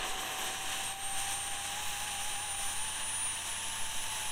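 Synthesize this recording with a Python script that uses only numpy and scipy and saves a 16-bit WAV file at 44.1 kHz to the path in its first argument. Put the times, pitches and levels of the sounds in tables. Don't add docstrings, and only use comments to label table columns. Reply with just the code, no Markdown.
import sys
import numpy as np
from scipy import signal
from scipy.fft import rfft, irfft
from scipy.io import wavfile

SR = 44100
rng = np.random.default_rng(int(sys.argv[2]) if len(sys.argv) > 2 else 0)


def master(y):
    cut = np.clip(np.atleast_2d(y).T, -1, 1)
    pcm = np.round(cut * 32767)
    wavfile.write(sys.argv[1], SR, pcm.astype(np.int16))


N = 190423
TIME = np.arange(N) / SR

# (time [s], exhaust roar [dB], nozzle hiss [dB], fine fizz [dB])
JET_LEVELS = [(0, -40.5, -47, -59.5), (.6, -41.5, -45.5, -53), (1.5, -42, -45.5, -54.5),
              (1.85, -40.5, -43, -51.5), (2.5, -42.5, -46.2, -54), (3.28, -42, -46, -54.5),
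              (3.6, -42, -45, -54.5), (4.12, -41.5, -44, -50), (4.32, -41.5, -44, -51.5)]
# (time of peak [s], length [s], strength [dB], brightness [0-1])
EXHAUST_FLARES = [(0.035, 0.018, 5, .1), (0.083, 0.062, 5, 0.9), (0.215, 0.021, 4.5, 1),
                  (0.336, 0.092, 1.5, 1), (0.448, 0.1, 8, 0.62), (0.718, 0.082, 7.5, 0.58),
                  (.83, 0.092, 4.5, 0.6), (1.196, 0.081, 8, 0.66), (1.31, .075, 8, 0.62),
                  (2.235, 0.047, 3, 0.85), (2.308, 0.066, 3.5, 0.53), (2.67, 0.12, 5, .8),
                  (3.019, 0.051, 3.5, .15), (3.485, .06, 6.5, 0.65)]
# (time of bottom [s], length [s], depth [dB])
JET_LULLS = [(0.155, .05, -0.5), (.26, 0.018, -1.5), (0.969, 0.068, -6), (1.09, 0.11, -2.5),
             (2.565, .045, -1)]
# (frequency [Hz], density [dB per Hz])
ROAR_SPECTRUM = [(60, -11), (300, -13), (520, -13.5), (700, -4.5), (1130, -2), (1340, -10), (1650, -1),
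                 (1900, -4), (2200, -7.5), (2500, -2), (3080, 1), (3500, -5.5), (3850, -2), (4700, -20)]
HISS_SPECTRUM = [(3500, -42), (4800, -16), (5400, -4), (6000, 1), (6400, -1), (6800, -1.5), (7250, -3.5),
                 (7900, -1), (9300, -3.5), (10500, -13), (13000, -24)]
FIZZ_SPECTRUM = [(7000, -30), (9500, -0.5), (10500, -0.5), (11400, 0), (12200, -6), (12900, -13),
                 (14200, -6.5), (15700, -14)]
# (frequency [Hz], density [dB per Hz])
FIZZ_SIDE_SPECTRUM = [(3500, -40), (6000, -35.5), (8000, -14), (9300, 1), (11000, 1), (13500, 3),
                      (15000, 3)]

# (time [s], pitch [Hz])
HOWL_PITCH_CURVE = [(0, 755), (.3, 762), (1.25, 792.5), (1.45, 803), (2.67, 801), (3.13, 893), (3.55, 905),
                    (4.32, 862)]
# (time [s], level [dB])
HOWL_LEVELS = [(0, -48.5), (.85, -48.7), (1.28, -44.5), (1.42, -49), (1.9, -47), (2.65, -48), (3.1, -54.5),
               (3.5, -54), (4.32, -49)]
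# (time of top [s], length [s])
HOWL_LEAP_TIMES = [(1.832, .13), (2.06, 0.076), (2.289, .085), (2.448, 0.0703), (2.847, .08)]
LEAP_HZ = 43.04
# (time [s], level [dB])
FLAME_LEVELS = [(0, -45), (.48, -45.8), (.6, -52), (1, -57), (4.32, -68)]
# (frequency [Hz], density [dB per Hz])
FLAME_SPECTRUM = [(60, -48), (170, -8), (380, 5), (600, -0.5), (1050, 7.5), (1500, -4.5), (2000, 0.5),
                  (3000, -34)]

# (time [s], speed [turns per s])
SHAFT_SPEED = [(0.0, 595.5), (0.55, 608.4), (1.6, 636.6), (2.1, 651.0), (2.5, 655.8), (2.74, 656.0),
               (3.05, 671.9), (3.6, 697.0), (3.8, 703.7), (4.0, 706.3), (4.32, 706.0)]
BLADE_ORDERS = [7, 14, 21, 23]
# (level at lowest speed [dB], level at idle [dB],
# settled flicker [dB rms], share of flares, share of a deep lull, lean: added left, taken off right [dB])
BLADE_TONE_SETTINGS = [(-72, -68, 3.5, .5, .5, -0.5), (-56, -44, 1.04, .15, 3.6, 0.15),
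                       (-65, -80, 1.7, 0.45, .1, -1.2), (-76.5, -67, 2, 1.1, .6, -1.2)]
# (frequency [Hz], width [Hz], gain [dB])
CASING_WAVES = [(8497, 42, 9), (8660, 140, 11), (8825, 170, 10), (9230, 210, 9.3), (9435, 90, 7.5),
                (9535, 105, 11.5), (9725, 70, 4), (9874, 12, -7), (12690, 170, 7), (13050, 230, 9),
                (13570, 200, 15), (13840, 140, 14), (14220, 420, 8), (14780, 480, 12)]
SHALLOW_DB = 2

# (frequency [Hz], density [dB per Hz])
BREEZE_SPECTRUM = [(.5, -20), (2, -4), (4, 1), (10, -4), (20, -30.5), (30, -26), (45, -31), (100, -55),
                   (400, -64)]
# (frequency [Hz], level [dB])
HUM_LINES = [(86.8, -61.5), (120, -66.5), (140, -74), (174, -72), (202.5, -68.5), (285, -75)]
# (time [s], level [dB])
LOWEST_HUM_LEVEL = [(0, -7), (.45, -7), (.7, 1.5), (4.32, 2.5)]

EDGE_HZ = 15800


def exhaust(flutter_db=.5, sputter_db=1.3, roar_lull=0.73, hiss_flare=0.81, fizz_lull=0.5, spread_db=-14):
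    roar_db, hiss_db, fizz_db = curves(JET_LEVELS)
    dull_db, sharp_db = flares()
    lull_db = lull()
    sputter = sputter_db * drift(rate_hz=110)

    roar_db = roar_db + dull_db + roar_lull * lull_db
    roar = gain_of(roar_db) * noise(ROAR_SPECTRUM)

    hiss_db = hiss_db + hiss_flare * sharp_db + lull_db + sputter / 2
    hiss = gain_of(hiss_db) * noise(HISS_SPECTRUM)

    middle = noise(FIZZ_SPECTRUM)
    side = gain_of(spread_db) * noise(FIZZ_SIDE_SPECTRUM)
    fizz_db = fizz_db + sharp_db + fizz_lull * lull_db + sputter
    fizz = gain_of(fizz_db) * (middle + np.array([side, -side]))

    flutter = gain_of(flutter_db * drift(rate_hz=35))
    return (roar + hiss + fizz) * flutter


def flares():
    dull_db, sharp_db = 0, 0
    for peak_s, length_s, strength_db, bright in EXHAUST_FLARES:
        flare_db = strength_db * bell(TIME, peak_s, length_s)
        dull_db = dull_db + (1 - bright) * flare_db
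        sharp_db = sharp_db + bright * flare_db
    return dull_db, sharp_db


def lull():
    return sum(depth_db * bell(TIME, bottom_s, length_s) for bottom_s, length_s, depth_db in JET_LULLS)


def combustor(wobble_hz=7, shake_db=1.3):
    leaps = sum(bell(TIME, top_s, length_s) for top_s, length_s in HOWL_LEAP_TIMES)
    pitch_hz = curves(HOWL_PITCH_CURVE)[0] + LEAP_HZ * leaps + wobble_hz * drift(rate_hz=63.3)
    howl_db = curves(HOWL_LEVELS)[0] + shake_db * drift(rate_hz=80)
    howl = tone(pitch_hz, howl_db)
    rumble = gain_of(curves(FLAME_LEVELS)[0]) * noise(FLAME_SPECTRUM)
    return howl + rumble


def blades(jitter=0.00046, settle_s=1.0):
    shaft = curves(SHAFT_SPEED)[0]
    spool = (shaft - shaft.min()) / np.ptp(shaft)
    unsteady_shaft = shaft * (1 + jitter * drift(rate_hz=44))
    unsettled = 1 + 2.3 * np.exp(-TIME / settle_s)
    flare_db = flares()[1]
    deep_lull_db = np.minimum(lull() + SHALLOW_DB, 0)

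    whines = 0
    for order, settings in zip(BLADE_ORDERS, BLADE_TONE_SETTINGS):
        slow_db, idle_db, flicker_db, flare_share, lull_share, lean_db = settings
        spool_db = slow_db + (idle_db - slow_db) * spool
        casing_db = sum(db * bell(order * shaft, hz, width_hz) for hz, width_hz, db in CASING_WAVES)
        flow_db = flare_share * flare_db + lull_share * deep_lull_db
        flow_db = flow_db + flicker_db * unsettled * drift(rate_hz=20)
        whine = tone(order * unsteady_shaft, spool_db + casing_db + flow_db)
        whines = whines + whine * gain_of([[lean_db], [-lean_db]])
    return whines


def surroundings():
    return breeze() + far_motor()


def breeze(level_db=-43, gust_db=3):
    return gain_of(level_db + gust_db * drift(rate_hz=3.1)) * noise(BREEZE_SPECTRUM)


def far_motor(waver=0.008105, swell_db=1.25):
    lines = []
    for hz, db in HUM_LINES:
        pitch_hz = hz * (1 + waver * drift(rate_hz=3.8))
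        lines.append(tone(pitch_hz, db + swell_db * drift(rate_hz=5.9)))
    lowest, *upper = lines
    return gain_of(curves(LOWEST_HUM_LEVEL)[0]) * lowest + sum(upper)


def gain_of(db):
    return 10 ** (np.asarray(db) / 20)


def evened(x):
    return x / np.sqrt(np.mean(x ** 2) + 1e-20)


def curves(rows):
    time_s, *columns = np.transpose(rows)
    return [np.interp(TIME, time_s, column) for column in columns]


def bell(x, centre, width):
    return .5 ** ((2 * (x - centre) / width) ** 2)


def drift(rate_hz):
    hz = np.fft.rfftfreq(N, 1 / SR)
    spectrum = rfft(rng.standard_normal(N)) / (1 + (hz / rate_hz) ** 4)
    return evened(irfft(spectrum, N))


def noise(colour):
    hz = np.fft.rfftfreq(N, 1 / SR) + 1e-3
    points_hz, points_db = np.transpose(colour)
    shape = gain_of(np.interp(np.log(hz), np.log(points_hz), points_db))
    shape = shape * np.minimum(points_hz[-1] / hz, 1) ** 4
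    return evened(irfft(rfft(rng.standard_normal(N)) * shape, N))


def tone(hz, db):
    turns = np.cumsum(hz) / SR + rng.random()
    return np.sqrt(2) * gain_of(db) * np.sin(2 * np.pi * turns)


def scene():
    return exhaust() + combustor() + blades() + surroundings()


def record(dry):
    low_pass = signal.firwin(511, EDGE_HZ, window=("kaiser", 9), fs=SR)
    return signal.oaconvolve(dry, low_pass[None], "same")


dry = scene()
out = record(dry)
master(out)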